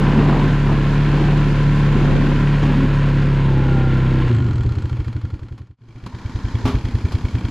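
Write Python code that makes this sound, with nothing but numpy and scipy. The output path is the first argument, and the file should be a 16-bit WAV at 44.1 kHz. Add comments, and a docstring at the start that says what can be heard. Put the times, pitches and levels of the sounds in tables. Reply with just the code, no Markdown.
"""On the rider's seat of a single-cylinder quad bike that pushes a snow plow through gusts of wind.
Periodic firings make a harmonic drone over valve clatter and gear whine; the blade scrapes by stick-slip
friction and the belt sings. The throttle shuts with a pop, and the engine growls down to single thumps.
The sound fades out and back in on the idling engine, and the winch lets the plow down with a clank."""
import sys
import numpy as np
from scipy import signal
from scipy.fft import rfft, irfft
from scipy.io import wavfile
from scipy.ndimage import uniform_filter1d

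SR = 44100
rng = np.random.default_rng(int(sys.argv[2]) if len(sys.argv) > 2 else 0)


def store_wav(level_fs):
    """Save 16-bit WAV to argv[1]."""
    pcm = np.round(np.clip(np.atleast_2d(level_fs), -1, 1) * 32767)
    wavfile.write(sys.argv[1], SR, pcm.T.astype(np.int16))


N = 330750
TIME = np.arange(N) / SR
SHUT_S, IDLE_S = 4.234, 5.768  # the throttle shuts; the idle begins, at the bottom of the fade
COAST_HZ = 10.535  # firing rate towards which the engine runs down

# Spectrum of the machinery at speed. Each row: frequency in Hz, level in dB.
WHIRR_SPECTRUM = [(150, -3), (350, 1.5), (505, 3), (570, 0.5), (680, -1.5), (900, 0), (1005, 7), (1150, -2),
                  (1260, -4), (1365, 3.5), (1470, 0), (1640, 1), (1780, -1.5), (2000, -2.5), (2900, -6),
                  (4000, -14), (5500, -36), (12000, -55)]
# Spectrum of bright metallic hiss. Each row: frequency in Hz, level in dB.
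HISS_SPECTRUM = [(2500, -21), (4200, 4.5), (5000, 1), (5800, -4), (6600, -3.5), (7700, -8), (8500, -18),
                 (10000, -14.5), (12500, -21.5), (15000, -36)]


def undb(db):
    """Decibels to amplitude ratio."""
    return 10 ** (np.asarray(db) / 20)


def unit(x):
    """Normalisation to rms 1."""
    return x / np.sqrt(np.mean(x ** 2))


def steady(x, size=13230):
    """Division by the running rms holds the slow level at 1 and keeps the pulses."""
    return x / np.sqrt(np.abs(uniform_filter1d(x ** 2, size)) + 1e-12)


def curve(rows):
    """Linear interpolation in time through (seconds, value) points."""
    return np.interp(TIME, *np.transpose(rows))


def walk(rate_hz):
    """Smoothed random fluctuation of rms 1."""
    hold = max(int(SR / rate_hz), 2)
    steps = np.repeat(rng.standard_normal(N // hold + 1), hold)
    return unit(uniform_filter1d(uniform_filter1d(steps, hold), hold)[:N])


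def swell(start, length, attack, release):
    """Trapezoidal envelope from 0 to 1, with times in seconds."""
    return np.clip(np.minimum((TIME - start) / attack, (start + length - TIME) / release), 0, 1)


def after_shut(seconds, shape=2):
    """Relaxation from 1 towards 0 once the throttle shuts."""
    return np.exp(-(np.maximum(TIME - SHUT_S, 0) / seconds) ** shape)


def decay(t, t60):
    """Exponential damping by 60 dB in t60 seconds."""
    return np.exp(-np.log(1000) * t / t60)


def burst(t60, size=22050):
    """Exponentially damped noise."""
    return rng.standard_normal(size) * decay(TIME[:size], t60)


def response(spectrum, size=16384):
    """Minimum-phase impulse response of a (Hz, dB) spectrum, by folding the cepstrum."""
    hz, db = np.transpose(spectrum)
    grid = np.maximum(np.fft.rfftfreq(size, 1 / SR), 1)
    cepstrum = irfft(np.log(undb(np.interp(np.log(grid), np.log(hz), db))))
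    cepstrum[1:size // 2] *= 2
    cepstrum[size // 2 + 1:] = 0
    return irfft(np.exp(rfft(cepstrum)))


def ring(x, body, lead=0):
    """Convolution with an impulse response that starts lead samples early."""
    return signal.fftconvolve(x, body)[lead:lead + N]


def strikes(crank, place, scatter_db):
    """Impulse train: one uneven blow whenever the engine passes this place (0-1) in its cycle."""
    at = np.flatnonzero(np.diff(np.floor(crank - place)) > 0)
    out = np.zeros(N)
    out[at] = undb(scatter_db * rng.standard_normal(len(at)))
    return out


def struck_modes(crank, place, modes, idling, rise_s, scatter_db=3.5, detune=0.014):
    """Damped modes excited once a cycle after the throttle shuts, varying in strength and pitch."""
    t, out = TIME[:SR // 5], np.zeros(N + SR)
    hits = np.flatnonzero(strikes(crank, place, 0) * (TIME > SHUT_S))
    for hz, t60, coast_db, idle_db in modes:
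        envelope = decay(t, t60) * (1 - np.exp(-t / rise_s))
        for at, (strength, pitch) in zip(hits, rng.standard_normal((len(hits), 2))):
            db = coast_db + idling[at] * (idle_db - coast_db) + scatter_db * strength
            tone = np.cos(2 * np.pi * hz * (1 + detune * pitch) * t)
            out[at:at + len(t)] -= undb(db) * envelope * tone
    return out[:N]


def crankshaft(idling, shut_hz=32.6, shut_place=.746, idle_firing_s=6.8473):
    """Phase is the integral of frequency: gives the firing rate in Hz and the cycles turned."""
    # Engine speed while pushing and at idle. Each row: time in seconds, firing rate in Hz.
    push_speed = [(0.0, 36.11), (0.22, 36.85), (0.69, 35.59), (0.83, 35.64), (0.95, 36.38), (1.37, 36.57),
                  (1.55, 36.11), (2.67, 35.98), (3.42, 34.53), (3.57, 33.71), (3.94, 32.57), (4.22, 32.35)]
    idle_speed = [(5.8, 14.8), (5.98, 13), (6.09, 8.6), (6.2, 8.6), (6.3, 10.2), (6.4, 11), (6.5, 9.7),
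                  (6.6, 10.02)]
    run_down = COAST_HZ + (shut_hz - COAST_HZ) * after_shut(.3763, shape=1.2156)
    hz = np.where(idling, curve(idle_speed), np.where(TIME < SHUT_S, curve(push_speed), run_down))
    hesitation = .07 * np.exp(-((TIME - 4.9) / .085) ** 2)  # one brief lag on the way down
    cycles = np.cumsum(hz) / SR - hesitation
    idle_origin = np.interp(idle_firing_s, TIME, cycles)
    push_origin = np.interp(SHUT_S, TIME, cycles) - shut_place
    return hz, cycles - np.where(idling, idle_origin, push_origin)


def drone(crank, strain, unrest, gain_db=-1.5, waver_db=1.15, rough=0.28, spread=7 * np.pi / 16):
    """Periodic exhaust pulses form a harmonic series; the pipe holds the low harmonics steadiest."""
    # Each row: harmonic number, relative level in dB running freely, the same when labouring.
    harmonics = [(1, -15.5, -17), (2, -31, -20), (3, -22.5, -22.5), (4, -11.5, -11.5), (5, -24.5, -23.5),
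                 (6, -24.5, -30), (7, -28, -25.5), (8, -30.5, -30), (9, -33, -33.5), (10, -42.5, -28),
                 (11, -39.5, -31), (12, -43, -36.5), (13, -48.5, -50), (14, -38.5, -37.5), (15, -40, -37.5),
                 (16, -51, -42), (18, -60, -41)]
    out, uneven_db = 0, walk(36)
    for k, free_db, labour_db in harmonics:
        flutter_db = waver_db * min(k / 5, 2) * walk(13) + uneven_db * (k > 4)
        db = gain_db + free_db + strain * (labour_db - free_db) + unrest * flutter_db
        # dispersion in the silencer smears the low harmonics; the high ones arrive together as a bark
        phase = 2 * np.pi * k * crank - spread * min(k, 8) ** 2
        jitter = unrest * rough * (k / 10) * walk(40)
        out = out + undb(db) * (np.cos(phase) + jitter * np.sin(phase))
    return out


def rumble(crank, level_db=-33, pulsing=0.64, surge_db=2):
    """Uneven combustion makes low noise, amplitude-modulated at the firing rate."""
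    # Each row: frequency in Hz, level in dB.
    spectrum = [(25, -16), (50, 0.5), (95, -2), (150, 3.5), (200, -3.5), (320, -11.5), (450, -21.5),
                (900, -44), (4000, -72)]
    throb = 1 + pulsing * np.cos(2 * np.pi * crank)
    gas = rng.standard_normal(N) * throb * undb(surge_db * walk(20))
    return undb(level_db) * unit(ring(gas, response(spectrum)))


def valve_timing(hz, fast_hz=19):
    """Valve and piston impacts are locked to the cycle, and fall later in it at speed."""
    # Each row: place in the cycle (0-1) when slow, place when fast, dB coasting, dB idling.
    impacts = [(.045, .18, -2, -5), (.375, .4, -20, -6), (.63, .66, -2, -10)]
    fast = np.clip((hz - COAST_HZ) / (fast_hz - COAST_HZ), 0, 1)
    return [(early + fast * (late - early), coast_db, idle_db)
            for early, late, coast_db, idle_db in impacts]


def clatter(crank, hz, idling, knock_db, t60, alike=0.64, repeat=0.31, rise_s=0.0011):
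    """Valve impacts over the rush of chain and belt; each is part periodic, part random noise."""
    knocks, t = 0, TIME[:SR // 4]
    envelope = (1 - np.exp(-t / rise_s)) * decay(t, t60)
    for place, coast_db, idle_db in valve_timing(hz):
        taps = strikes(crank, place, scatter_db=0.7) * undb(coast_db + idling * (idle_db - coast_db))
        fresh = ring(taps, envelope) * rng.standard_normal(N)
        repeated = ring(taps, envelope * rng.standard_normal(len(t)))
        knocks = knocks + alike * repeated + (1 - alike) * fresh
    chain = steady(ring(strikes(crank, 0, scatter_db=2.5), burst(t60=0.39)))
    rush = repeat * chain + (1 - repeat) * rng.standard_normal(N)
    return undb(knock_db) * steady(knocks) + unit(rush * undb(1.1 * walk(150)))


def valve_cover(crank, hz, idling):
    """Impacts excite the modes of the cover; the valves land more softly as the engine slows."""
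    # Each row: frequency in Hz, t60 in seconds, relative dB coasting, relative dB idling.
    modes = [(1411, 0.071, -4, -5), (2300, 0.03, -9.5, 1), (3200, 0.03, -11, -3.5), (4140, 0.022, -11, -9),
             (6420, 0.03, -23, -15.5), (7510, 0.035, -22, -29)]
    ticks = 0
    for place, coast_db, idle_db in valve_timing(hz):
        force = undb(coast_db + idling * (idle_db - coast_db))
        ticks = ticks + force * struck_modes(crank, place, modes, idling, rise_s=0.00099)
    softening_db = -3 * (0.5 - after_shut(0.76)) * (2 - idling)
    return ticks * undb(2 + softening_db)


def machinery(crank, hz, load, strain, shut, idling):
    """Structure-borne sound: the resonances of the engine case filter the clatter."""
    # Spectrum of the unloaded case. Each row: frequency in Hz, level in dB.
    case_spectrum = [(200, 19.5), (450, 4), (700, -0.5), (815, 2), (1000, 5), (1220, 0), (1450, 0),
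                     (1950, -4.5), (2300, -4), (2700, -8), (3300, -6.5), (4200, -23), (5500, -46),
                     (12000, -59.5)]
    # Each engine state, in dB: body level, treble level, knocks over rush in the body, and in the treble.
    state_levels = {"free": (-29, -47.5, -7.5, -10), "labouring": (-32, -51.5, -8, -4.5),
                    "coasting": (-33, -55, -1, -1.5), "idling": (-30.5, -51.5, -3.5, -5)}
    shares = {"free": load * (1 - strain), "labouring": load * strain,
              "coasting": (1 - load) * (1 - idling), "idling": idling}
    levels = sum(np.outer(state_levels[state], share) for state, share in shares.items())
    body_db, treble_db, knock_db, tick_db = levels
    excitation = clatter(crank, hz, idling, knock_db, t60=0.031)
    loaded = unit(ring(excitation, response(WHIRR_SPECTRUM)))
    unloaded = unit(ring(excitation, response(case_spectrum)))
    body = steady(load * loaded + (1 - load) * unloaded)
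    treble = steady(ring(clatter(crank, hz, idling, tick_db, t60=.032), response(HISS_SPECTRUM)))
    return (body + shut * valve_cover(crank, hz, idling)) * undb(body_db) + treble * undb(treble_db)


def gear_whine(crank, hz, wobble_rad=0.27, sway_cycles=.003, flutter_db=3):
    """Meshing teeth sing loudest at the case's resonances; play in the drive modulates their phase."""
    # Each row: multiple of the firing rate, level in dB before the case colours it.
    mesh_tones = [(27, -52.5), (28, -50.5), (30, -53.5), (38, -52.5), (42, -47), (43, -48.5), (44, -49),
                  (47, -51.5), (70, -52.5)]
    out, shaft = 0, crank + sway_cycles * walk(7)
    for k, db in mesh_tones:
        case_db = np.interp(k * hz, *np.transpose(WHIRR_SPECTRUM))
        level = undb(db + case_db + flutter_db * walk(7))
        out = out + level * np.sin(2 * np.pi * k * shaft + wobble_rad * walk(50))
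    return out


def blade_scrape(slide_db=-27, grit_db=4, surge_db=1.5, wander=0.0707, flutter_db=2):
    """Stick-slip friction on snow; in each bite the blade judders and its edge grates on the ground."""
    # Spectra of the steel blade and of its grating edge. Each row: frequency in Hz, level in dB.
    blade_spectrum = [(25, -48), (60, -6), (120, 0.5), (160, 0), (210, 3), (260, -2), (340, -2.5),
                      (450, -14), (650, -21.5), (1000, -19), (1300, -25), (3000, -33), (8000, -60.5),
                      (16000, -72.5)]
    edge_spectrum = [(200, -20), (400, 7.5), (550, -5.5), (720, -1), (950, 1), (1200, -6), (1800, -19),
                     (3000, -29), (12000, -63)]
    # Each row: start and length in seconds, scrape and grating in dB, judder in Hz, judder in dB.
    bites = [(-.08, 0.44, -19.5, -27, 205, -22.5), (.2, .39, -18.8, -26.5, 255, -23),
             (0.628, 0.23, -22.5, -29, 290, -29.5), (1.066, 0.41, -23.5, -31.5, 269.7, -26.5),
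             (1.872, 0.585, -24, -40, 253.8, -27.5), (2.615, 0.35, -24.5, -38, 264.5, -22)]
    jolts = rng.standard_normal(N) * undb(surge_db * walk(45))
    grit = rng.standard_normal(N) * undb(grit_db * walk(300))
    push = undb(slide_db) * after_shut(0.51)  # the sliding dies as the bike rolls out
    grate = judder = 0
    for start, length, scrape_db, grate_db, judder_hz, judder_db in bites:
        bite = swell(start, length, attack=0.061, release=0.16)
        push = np.hypot(push, bite * undb(scrape_db))
        grate = np.hypot(grate, bite * undb(grate_db))
        turns = np.cumsum(judder_hz * (1 + wander * walk(45))) / SR
        vibration = unit(np.sin(2 * np.pi * turns) * undb(flutter_db * walk(50)))
        judder = judder + bite * undb(judder_db) * vibration
    scraping = push * unit(ring(jolts, response(blade_spectrum)))
    grating = grate * unit(ring(grit, response(edge_spectrum)))
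    return scraping + grating + judder


def wind(rise_share=0.58, flutter_db=4, apart=0.52, breeze_db=-47):
    """Turbulent pressure, partly coherent between the sides; gusts build more slowly than they drop."""
    # Each row: frequency in Hz, level in dB.
    spectrum = [(15, -9.5), (35, -8), (100, -6), (200, -14), (400, -15.5), (1000, -27), (3000, -49),
                (12000, -80.5)]
    # Each row: start in seconds, length in seconds, level in dB.
    gusts = [(0.396, 2.06, -30.5), (1.787, 0.66, -25.5), (5.6, 0.48, -51.5)]
    eddies = (rng.standard_normal(N) * undb(flutter_db * walk(11)) for _ in range(2))
    mid, difference = (unit(ring(noise, response(spectrum))) for noise in eddies)
    gusting = sum(undb(db) * swell(start, length, rise_share * length, (1 - rise_share) * length)
                  for start, length, db in gusts)
    side = apart * image_width() * difference
    return np.array([mid + side, mid - side]) * (gusting + undb(breeze_db))


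def pop_and_knocks(rise_s=0.0036):
    """Damped low modes: a dull exhaust pop as the throttle shuts, and two soft low knocks."""
    # Each row: start in seconds, level in dB, lowest mode in Hz, t60 in seconds. The second is the pop.
    events = [(2.265, -15, 213, .1), (4.299, -17, 243.7, 0.14), (7.118, -22.5, 239, 0.11)]
    # Each row: multiple of the lowest mode, relative level in dB.
    modes = [(1, -2), (1.52, -5), (2.1, -13)]
    out, t = np.zeros(N + SR), TIME[:SR // 2]
    for start, db, lowest_hz, t60 in events:
        boom = sum(undb(mode_db) * np.sin(2 * np.pi * lowest_hz * ratio * t) for ratio, mode_db in modes)
        at = int(start * SR)
        out[at:at + len(t)] += undb(db) * boom * (1 - np.exp(-t / rise_s)) * decay(t, t60)
    return out[:N]


def plow_clanks():
    """Hard impacts rattle the linkage in a broad band and leave the blade in free vibration."""
    # Each row: start in seconds, level in dB, rattle t60 in seconds, relative snap and ring in dB.
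    blows = [(2.628, -19.5, 0.27, -26, -5), (5.579, -37.5, 0.1, -15, -19),
             (6.063, -26.5, 0.068, -14.5, -13.5), (6.654, -16.5, 0.2, -16.5, -3),
             (6.676, -19.5, 0.33, -17, -1.5), (7.12, -25, 0.12, -13.5, -14)]
    # Each row: frequency in Hz, relative level in dB, t60 in seconds.
    blade_modes = [(111.7, -10, 0.23), (260, 2.5, 0.35), (408, -8.5, .36), (836, -16, .25),
                   (948, -13.5, 0.26), (1118, -6, 0.17), (2800, -17, 0.27), (3130, -19, .1)]
    # Each row: frequency in Hz, level in dB.
    crash_spectrum = [(60, 10), (220, 15), (450, 0.5), (700, -1.5), (1080, 5.5), (1250, -0.5), (1800, -9.5),
                      (2900, -8), (4500, -18.5), (7000, -22), (9000, -39), (13000, -64.5), (16000, -84)]
    out, crash, snap = np.zeros(N + SR), response(crash_spectrum), response(HISS_SPECTRUM)
    for start, db, t60, snap_db, ring_db in blows:
        colour = crash / np.linalg.norm(crash) + undb(snap_db) * snap / np.linalg.norm(snap)
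        rattle = signal.fftconvolve(burst(t60), colour)
        t = TIME[:len(rattle)]
        blade = sum(undb(mode_db) * np.sin(2 * np.pi * hz * t) * decay(t, mode_t60)
                    for hz, mode_db, mode_t60 in blade_modes)
        at = int(start * SR)
        out[at:at + len(t)] += undb(db) * (rattle + undb(ring_db) * blade)
    return out[:N]


def belt_squeal(start_s=3.27, from_hz=1020, to_hz=694, sink_s=0.43, level_db=-36.5, flutter_db=2):
    """Friction sustains a rough tone that sinks as the bike slows."""
    sinking = np.exp(-(np.maximum(TIME - start_s, 0) / sink_s) ** 1.1)
    hz = (to_hz + (from_hz - to_hz) * sinking) * (1 + 0.0089 * walk(200))
    envelope = swell(start_s, length=0.72, attack=.13, release=0.27)
    rms = envelope * undb(level_db + flutter_db * walk(30.2))
    return np.sqrt(2) * rms * np.sin(2 * np.pi * np.cumsum(hz) / SR)


def pipe_growl(crank, hz, lag_s=0.009, waver_db=1):
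    """Forced resonance: each falling harmonic swells as it slides through a mode of the pipe."""
    # Each row: centre in Hz, width in Hz, peak level in dB.
    resonances = [(114.7, 19, -11), (236, 16, -23.5), (353, 23, -29.5)]
    out = 0
    for k in range(1, 22):
        harmonic = 0
        for centre, width, db in resonances:
            offset_hz = k * hz - centre
            gain = undb(db) * np.exp(-(offset_hz / width) ** 2)
            harmonic = harmonic - gain * np.cos(2 * np.pi * (k * crank - offset_hz * lag_s))
        out = out + harmonic * undb(waver_db * walk(15))
    return out


def gulps(impulses, hz, width_s, late_s, drive):
    """Each impulse becomes a rounded swing of air pressure, saturated by the choked throttle."""
    t = TIME[:SR // 10] - 1 / 20 - late_s
    swing = np.cos(2 * np.pi * hz * t) * np.exp(-(t / width_s) ** 2 / 2)
    return ring(impulses, np.tanh(drive * swing), lead=SR // 20)


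def thumps(crank, growling, idling, shallow_db=-4.5, settle_s=0.52, coast_db=-6.5, idle_db=-8):
    """Slow cycles are heard singly: gulps of air that deepen and leave airbox and pipe ringing."""
    # Each row: frequency in Hz, t60 in seconds, relative dB coasting, relative dB idling.
    airbox_modes = [(53.7, 0.095, -4, -2), (114.6, 0.2, -3, -8), (212, 0.091, -16, -20),
                    (260.6, 0.13, -20.5, -17.5), (296, 0.084, -11, -32), (334.5, 0.11, -18, -18.5),
                    (375.4, 0.065, -17.5, -21)]
    cycles = strikes(crank, 0, scatter_db=1.7)
    depth = (1 - idling) * undb(shallow_db * growling)
    coasting = -.65 * gulps(cycles * depth, hz=94.5, width_s=0.0067, late_s=0.0027, drive=1.58)
    firmness = np.clip((TIME - IDLE_S) / settle_s, 0, 1) ** 2
    firing = gulps(cycles * firmness, hz=84.2, width_s=0.0059, late_s=0.0049, drive=1.48)
    ringing = (1 - growling) * struck_modes(crank, 0, airbox_modes, firmness, rise_s=0.01)
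    return (coasting + firing + ringing) * undb(np.where(idling, idle_db, coast_db))


def putter(crank, idling):
    """Soft exhaust puffs excite the cavity modes of the silencer between the idle's thumps."""
    # Each row: place in the cycle (0-1), level in dB.
    puffs = [(.385, -22.5), (.68, -26.5)]
    # Each row: frequency in Hz, t60 in seconds, relative level in dB.
    silencer = [(186, 0.048, -10), (249, 0.067, 0), (340, 0.06, -5.5)]
    modes = [(hz, t60, db, db) for hz, t60, db in silencer]
    return idling * sum(undb(db) * struck_modes(crank, place, modes, idling, rise_s=0.0037, detune=0.045)
                        for place, db in puffs)


def wavering_tones(tones, waver, waver_hz, flutter_hz, flutter_db=2):
    """Partials share one frequency modulation, and each flutters in level on its own."""
    turning = np.cumsum(1 + waver * walk(waver_hz)) / SR
    return sum(undb(db + flutter_db * walk(flutter_hz)) * np.sin(2 * np.pi * hz * turning)
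               for hz, db in tones)


def pump():
    """Steady rotation makes a thin tonal whine, probably that of the fuel pump."""
    # Each row: frequency in Hz, level in dB.
    tones = [(2490, -61), (4975, -61)]
    return wavering_tones(tones, waver=0.00098, waver_hz=30, flutter_hz=15)


def winch(rush_db=-37, grain_db=2, tone_gain_db=1):
    """Meshing gears radiate tones over a broadband whirr while the plow comes down."""
    # The whirr's spectrum and the gear tones. Each row: frequency in Hz, relative level in dB.
    spectrum = [(120, -10), (250, -0.5), (450, -9), (750, -18.5), (1000, -3), (1200, -19), (1800, -11.5),
                (2600, -34), (3750, -21), (7000, -30.5), (10000, -58)]
    gear_tones = [(904.4, -48), (1346, -61), (1712, -61)]
    grains = rng.standard_normal(N) * undb(grain_db * walk(250))
    rush = undb(rush_db) * unit(ring(grains, response(spectrum)))
    singing = undb(tone_gain_db) * wavering_tones(gear_tones, waver=0.00417, waver_hz=25, flutter_hz=20)
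    return (rush + singing) * swell(start=6.06, length=0.76, attack=0.04, release=0.11)


def image_width(idle_db=-0.5):
    """The side signal's gain sets the width: nearly mono late in the push, open again at idle."""
    # Each row: time in seconds, side gain in dB.
    opening = [(0, -3.5), (.7, 0), (2.35, 2), (2.65, -12), (3.2, -19.5), (4.2, -29.5)]
    return undb(np.where(TIME > IDLE_S, idle_db, curve(opening)))


def widen(mid, glancing, closed_hz=3000):
    """Sound glancing off the bodywork decorrelates the sides; as they close, bass goes mono first."""
    # Each row: frequency in Hz, side gain in dB with the image open.
    side_spectrum = [(60, -20.5), (150, -32.5), (300, -32.5), (700, -23), (1400, -16.5), (2800, -13),
                     (5000, -6), (10000, -3.5)]
    opening = image_width()
    broadband = ring(glancing, response(side_spectrum))
    treble = signal.sosfilt(signal.butter(4, closed_hz, "high", fs=SR, output="sos"), broadband)
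    full = np.clip(2 * opening - .4, 0, 1)
    side = opening * (full * broadband + (1 - full) * treble)
    return np.array([mid + side, mid - side])


def scene(free_hz=36.25, labour_hz=34.2):
    """Superposition: the crank times the engine, the throttle sets its balance; plow and wind add in."""
    idling = 1. * (TIME > IDLE_S)
    hz, crank = crankshaft(idling)
    load = after_shut(0.15)
    shut = 1 - after_shut(0.053, shape=4.5)
    growling = after_shut(0.31, shape=2.9)
    strain = np.clip((free_hz - hz) / (free_hz - labour_hz), 0, 1)  # heavy snow slows the engine
    unrest = undb(-5 * strain)  # labouring steadies the combustion
    fade = np.interp(TIME, [4.78, IDLE_S, 6.76], [1, 0, 1])
    throttle_open = drone(crank, strain, unrest) + unrest * rumble(crank)
    throttle_shut = (growling * pipe_growl(crank, hz) + thumps(crank, growling, idling)
                     + putter(crank, idling))
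    exhaust = (1 - shut) * throttle_open + shut * throttle_shut

    def bodywork():
        """Radiation from the metal parts, with fresh noise on each call."""
        engine = machinery(crank, hz, load, strain, shut, idling)
        whines = load * gear_whine(crank, hz) + idling * pump()
        return fade * (engine + whines + blade_scrape() + belt_squeal() + winch()) + plow_clanks()

    mid = fade * exhaust + pop_and_knocks() + bodywork()
    return widen(mid, glancing=bodywork()) + fade * wind()


def record(dry, top_hz=15100):
    """Soft saturation rounds the loudest peaks, and a steep low-pass cuts the top."""
    return signal.sosfilt(signal.ellip(8, .2, 70, top_hz, fs=SR, output="sos"), np.tanh(dry))


dry = scene()
out = record(dry)
store_wav(out)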